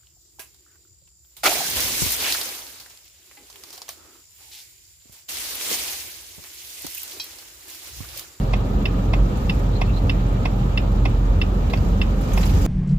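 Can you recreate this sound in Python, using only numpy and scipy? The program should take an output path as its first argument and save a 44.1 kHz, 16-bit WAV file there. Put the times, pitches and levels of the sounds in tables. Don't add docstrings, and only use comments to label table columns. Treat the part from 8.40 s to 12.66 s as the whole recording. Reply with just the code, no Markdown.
import sys
import numpy as np
from scipy import signal
from scipy.fft import rfft, irfft
from scipy.io import wavfile

SR = 44100
rng = np.random.default_rng(int(sys.argv[2]) if len(sys.argv) > 2 else 0)


def output_pcm(signal):
    pcm = np.clip(np.atleast_2d(signal).T, -1, 1) * 32767
    wavfile.write(sys.argv[1], SR, np.round(pcm).astype(np.int16))


def volts_from_db(level):
    exponent = np.asarray(level, float) / 20
    return 10 ** exponent


N = 188025
BOOM_HZ = 45.17

# (time [s], level [dB])
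ROUGHNESS = [(0, 3), (.15, 1), (.8, 1), (1.1, 3.5), (1.3, 1), (3.1, 0), (3.42, 4), (3.77, 2), (3.85, 6.5),
             (4.02, 12), (4.264, 12)]


def amp_of_rms(db):
    return np.sqrt(2) * volts_from_db(db)


def rms_one(x):
    return x / np.sqrt(np.mean(x ** 2) + 1e-20)


def in_time(rows):
    s, level = np.transpose(rows)
    return np.interp(np.arange(N) / SR, s, level)


def at_hz(points, hz):
    points_hz, values = np.transpose(points)
    return np.interp(np.log(hz), np.log(points_hz), values)


def left_right(lean_db):
    return volts_from_db(np.array([[0.5], [-0.5]]) * lean_db)


def drift(rate):
    r = np.exp(-80 * np.pi * rate / SR)
    white = rng.standard_normal(N // 40 + 2002)
    slow = signal.lfilter([1], [1, -2 * r, r * r], white)[2000:]
    return np.interp(np.arange(N) / 40, np.arange(len(slow)), rms_one(slow))


def ring(push, hz, t60):
    r, w = volts_from_db(-60 / (t60 * SR)), 2 * np.pi * hz / SR
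    return signal.lfilter([0, np.sin(w)], [1, -2 * r * np.cos(w), r * r], push + 1e-18)


def swells(events, rise_s, fall_s):
    s, db = np.transpose(events)
    since = np.arange(N) / SR - s[:, None]
    bells = np.exp(-(since / np.where(since < 0, rise_s, fall_s)) ** 2)
    return np.max(db[:, None] * bells, axis=0)


def tone(hz, level_db, wobble_db, wobble_rad, lean_db):
    phase = 2 * np.pi * np.cumsum(hz * np.ones(N)) / SR + wobble_rad * drift(6.6)
    height = amp_of_rms(level_db + wobble_db * drift(9.9))
    return height * np.sin(phase) * left_right(lean_db)


def coloured(spectrum, flicker_db, rate):
    # (frequency [Hz], correlation [-1..1])
    likeness = [(60, 0.98), (99, 0.98), (160, 0.98), (270, 0.92), (450, 0.37), (740, 0.18), (1210, -0.42),
                (2000, -0.1), (3310, -0.063), (5460, -0.043), (9010, 0.0099), (14900, -0.065)]
    # (frequency [Hz], level [dB])
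    lean_curve = [(60, -0.5), (130, -0.5), (290, 1.5), (640, -1.5), (1400, -0.5), (3080, 0), (6770, -4.5),
                  (14900, -3.0)]
    hz = np.maximum(np.fft.rfftfreq(N, 1 / SR), 1)
    low_hz, high_hz = spectrum[0][0], spectrum[-1][0]
    inside = (hz >= low_hz) & (hz <= high_hz)
    alike = np.clip(at_hz(likeness, hz), -0.99, 0.995)
    lean = volts_from_db(np.outer([0.5, -0.5], at_hz(lean_curve, hz)))
    mid, side = rfft(rng.standard_normal((2, N))) * volts_from_db(at_hz(spectrum, hz)) * inside
    both = lean * (np.sqrt(1 + alike) * mid + np.sqrt(1 - alike) * side * [[1], [-1]])
    half_octave = np.log2(hz / low_hz) * 2
    shared = drift(rate)
    out = 0
    for k in range(int(half_octave[inside].max()) + 2):
        band = np.cos(np.pi / 2 * np.clip(half_octave - k, -1, 1)) ** 2
        flicker = volts_from_db(flicker_db * (0.6 * shared + drift(rate)))
        out = out + flicker * irfft(both * band, N)
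    return out / np.std(out.mean(axis=0))


def overtones():
    # (multiple of the boom, level [dB])
    boom_orders = [(2, -32), (3, -36.5)]
    return sum(tone(k * BOOM_HZ, db, 2.6, 0.44, -1.7) for k, db in boom_orders)


def engine():
    # (time [s], level [dB])
    boom_level = [(0.0, -20), (0.13, -17.5), (0.26, -22), (0.41, -18.5), (0.59, -21.5), (0.84, -14.5),
                  (0.91, -26), (1.28, -19.5), (1.76, -19), (2.14, -22), (2.25, -20.5), (2.9, -17),
                  (3.01, -20), (3.4, -21), (3.76, -17), (3.85, -27), (3.95, -15), (4.26, -18.5)]
    # (time [s], level [dB])
    whine_loads = [
        (.45, 9.5),
        (.9, 7.5),
        (1.7, 13),
        (2.3, 7.5),
        (4.2, 11.5),
    ]
    t = np.arange(N) / SR
    boom = tone(BOOM_HZ, in_time(boom_level), 1.1, 0.53, -1.6) + overtones()
    half_db = np.maximum(-29 - 13 * np.maximum(t - 2.82, 0), -39)
    half = tone(2.51 * BOOM_HZ, half_db, 0.87, 0.31, -0.55)
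    whine_hz = 282.5 - 1.4 * t
    whine_db = -49 + swells(whine_loads, rise_s=0.21, fall_s=0.35)
    return boom + half + tone(whine_hz, whine_db, 2.5, 0.36, 0.93)


def relay(events, modes, swell_s, tail_db, tail_t60, lag_cycles):
    t = np.arange(int(0.12 * SR)) / SR
    scatter = rng.standard_normal((2, len(t)))
    contact_band = signal.butter(5, [2800, 5300], "band", fs=SR, output="sos")
    snap = signal.sosfilt(contact_band, scatter[::-1])
    shape = volts_from_db(-28) * snap * t / 0.003 * np.exp(1 - t / 0.003)
    phases = rng.uniform(0, 2 * np.pi, len(modes))
    for (hz, left_db, right_db, t60), phase in zip(modes, phases):
        padded = min(1, hz / 2000)
        late = np.maximum(t - lag_cycles / hz, 0) / (swell_s * np.sqrt(padded))
        decay = volts_from_db(-60 / (t60 * padded * SR))
        swell = signal.lfilter([1], [1, -decay], late ** 3 * np.exp(-3 * late))
        path = np.array([[0], [np.pi / 2]])
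        direct = swell * np.sin(2 * np.pi * hz * t + phase + path)
        tail = volts_from_db(-60 * t / tail_t60) * (1 - np.exp(-late)) ** 2 * scatter
        tail = ring(ring(tail, hz, t60 / 3), hz, t60 / 3)
        both = rms_one(direct) + volts_from_db(tail_db) * padded ** 2 * rms_one(tail)
        side_gain = volts_from_db(np.array([[left_db], [right_db]]) + 0.5)
        shape = shape + side_gain * both / both.std(axis=1, keepdims=True)
    strokes = np.zeros((1, N))
    for s, db in events:
        strokes[0, round(s * SR)] = volts_from_db(db)
    return signal.fftconvolve(strokes, shape, axes=1)[:, :N]


def flasher():
    # (time [s], level [dB])
    pull_ins = [
        (.1312, -4.5),
        (.7311, -4),
        (1.411, -3.5),
        (2.0508, -4),
        (2.6507, -4),
        (3.331, -4),
        (3.9706, -6),
    ]
    # (time [s], level [dB])
    drop_outs = [
        (.4529, -1.5),
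        (1.0932, -1.5),
        (1.693, -1.5),
        (2.3726, -1),
        (3.0126, -1.5),
        (3.6125, -2),
    ]
    # (frequency [Hz], left [dB], right [dB], t60 [s])
    pull_in_modes = [(645, -43, -41, 0.021), (761, -43, -31, 0.025), (887, -40, -35, 0.028),
                     (1080, -37.5, -40.5, 0.053), (1580, -56, -55, 0.035), (2028, -65, -41, 0.018),
                     (2100, -44, -37, 0.023), (2172, -45, -61, 0.04), (2460, -42, -37.5, 0.017),
                     (2620, -37.5, -38, 0.019), (2930, -55, -47, 0.031), (3255, -47, -51, 0.03),
                     (3480, -51, -43.5, 0.03), (3780, -51, -52, 0.03), (4300, -64, -51, 0.018),
                     (4660, -57, -63, 0.047), (5040, -60, -54, 0.03), (5580, -59, -49, 0.033),
                     (7300, -85, -61, 0.0082), (8600, -78, -83, 0.012), (10120, -70, -59, 0.013),
                     (11700, -82, -67, 0.012)]
    drop_out_modes = [(1100, -47.5, -46.5, 0.038), (1730, -65, -49.5, 0.018), (1924, -57, -44, 0.025),
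                      (2063, -48, -40, 0.021), (2290, -67, -53, 0.033), (2684, -33.5, -31.5, 0.013),
                      (2940, -44.5, -42, 0.028), (3080, -52, -46, 0.022), (3480, -49, -40.5, 0.021),
                      (3720, -47.5, -56, 0.041), (4380, -61, -51, 0.025), (4670, -64, -56, 0.037),
                      (4984, -54, -49, 0.033), (5260, -56, -49, 0.048), (5470, -68, -65, 0.032),
                      (5800, -84, -70, 0.022), (7000, -85, -83, 0.012), (10100, -70, -61.5, 0.011),
                      (10900, -79, -68, 0.012), (11800, -78, -63, 0.012)]
    tocks = relay(pull_ins, pull_in_modes, swell_s=0.004, tail_db=-9, tail_t60=0.1, lag_cycles=2.2)
    ticks = relay(drop_outs, drop_out_modes, swell_s=0.0031, tail_db=-9, tail_t60=0.11, lag_cycles=0.6)
    return tocks + ticks


def knocks():
    # (time [s], peak [dB], body [Hz], treble [dB], left minus right [dB])
    knock_events = [(.011, -46, 4000, -51, -2), (.972, -46, 7016, -50, -3), (1.015, -56, 7000, -57, -1),
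                    (1.055, -53, 7000, -59, 0), (1.145, -50, 6970, -53, 0), (1.193, -47, 6990, -54, 0),
                    (3.298, -34, 3860, -53, -5), (3.373, -36.5, 4700, -56, -6), (3.81, -44, 6990, -45, -2),
                    (3.917, -38, 3200, -60, -4), (3.934, -31, 6340, -39, 0), (3.977, -30.5, 5100, -39, -4),
                    (4.008, -34, 7080, -54, -4), (4.03, -26.5, 4030, -52, -2), (4.055, -34, 7100, -39, -5),
                    (4.093, -34.5, 3950, -52, -4), (4.136, -40, 3880, -52, -1), (4.213, -42, 7100, -49, -3),
                    (4.25, -32, 7000, -48, -5)]
    # (frequency [Hz], t60 [s])
    plastic_modes = [(10200, .005), (11600, 0.004), (13000, 0.0064), (14900, .003)]
    t = np.arange(int(0.06 * SR)) / SR
    fall = (1 - np.exp(-t / 0.00061)) * volts_from_db(-60 * t / 0.096)
    out = np.zeros((2, N + len(t)))
    for s, body_db, hz, treble_db, pan_db in knock_events:
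        body_scuff, treble_scuff = rng.standard_normal((2, 2, len(t)))
        body = rms_one(ring(body_scuff, hz, 0.0063)) + 1.24 * rms_one(ring(body_scuff, 2560, 0.0016))
        treble = rms_one(sum(ring(treble_scuff, mode_hz, t60) for mode_hz, t60 in plastic_modes))
        burst = (volts_from_db(body_db - 5.5) * body + volts_from_db(treble_db + 1.5) * treble) * fall
        start = round(s * SR)
        out[:, start:start + len(t)] += burst * left_right(pan_db)
    return out[:, :N]


def squeaks():
    # (time [s], peak [dB], frequency [Hz], length [s])
    rubs = [
        (1.337, -45, 4070, 0.0075),
        (1.365, -41, 4120, 0.013),
        (1.46, -52, 4200, .015),
        (1.5, -43, 2650, 0.02),
        (1.543, -46, 3960, 0.011),
        (1.565, -54, 4300, 0.0085),
        (1.576, -40, 4080, 0.014),
    ]
    t, out = np.arange(N) / SR, np.zeros((2, N))
    for s, db, hz, length_s in rubs:
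        near = slice(round((s - 0.05) * SR), round((s + 0.05) * SR))
        rough = rms_one(ring(rng.standard_normal((2, near.stop - near.start)), hz, 0.016))
        out[:, near] += volts_from_db(db) * np.exp(-((t[near] - s) / length_s) ** 2) * rough
    return out


def trim_buzz(rough_db):
    # (frequency [Hz], density [dB per Hz])
    buzz_spectrum = [(4470, 4.5), (7600, 0.5), (8420, -7), (10100, -7.5), (14100, -1.5), (15300, -2.5)]
    shake = np.cos(np.pi * BOOM_HZ * np.arange(N) / SR + 0.8)
    return volts_from_db(-57.5 + rough_db + 0.7 * shake) * coloured(buzz_spectrum, 1.6, 45)


def road(rough_db):
    # (frequency [Hz], density [dB per Hz])
    thump_spectrum = [(29, -24), (50, 0), (70, 4.5), (102, -3.5), (150, -9), (200, -26), (330, -120)]
    roar_spectrum = [(76, -30), (130, -4.5), (150, -7), (189, 1.5), (243, -8), (285, -9), (307, -12),
                     (407, -13), (438, -13.5), (538, -13), (618, -18), (827, -21.5), (1120, -25),
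                     (1220, -19), (1700, -37.5), (2210, -58), (3740, -120)]
    # (time [s], level [dB])
    joints = [(.37, 3.5), (.72, 5.5), (.95, 6), (1.51, 8), (1.65, 7), (1.93, 3), (2.2, 5.5), (2.33, 1.5),
              (2.66, 8.5), (2.91, 10), (3.21, 5), (3.42, 10.5), (3.88, 6.5), (4.15, 6.5)]
    thump_db = -28.5 + 0.42 * rough_db + swells(joints, rise_s=0.04, fall_s=0.094)
    roar_db = -27 + 0.083 * rough_db
    thump = volts_from_db(thump_db) * coloured(thump_spectrum, 1.0, 19)
    return thump + volts_from_db(roar_db) * coloured(roar_spectrum, 0.69, 6.7)


def wind(rough_db):
    # (frequency [Hz], density [dB per Hz])
    wind_spectrum = [(760, 3), (1300, -10), (1650, -8), (1810, -6), (2040, -11.5), (2370, -8), (2570, -11),
                     (2800, -9.5), (3440, -12), (3930, -12), (4500, -17), (5440, -34.5), (7170, -19),
                     (8600, -52), (11200, -37), (18900, -120)]
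    return volts_from_db(-46.5 + 0.39 * rough_db) * coloured(wind_spectrum, 1.0, 16)


def scene():
    rough_db = in_time(ROUGHNESS)
    trim = knocks() + squeaks() + trim_buzz(rough_db)
    return engine() + flasher() + trim + road(rough_db) + wind(rough_db)


def band_limit(x):
    return signal.sosfilt(signal.butter(12, 15480, fs=SR, output="sos"), x)


def record(dry):
    bass_cut = signal.butter(3, 35, "high", fs=SR, output="sos")
    mix = signal.sosfilt(bass_cut, dry)
    return band_limit(mix)


dry = scene()
out = record(dry)
output_pcm(out)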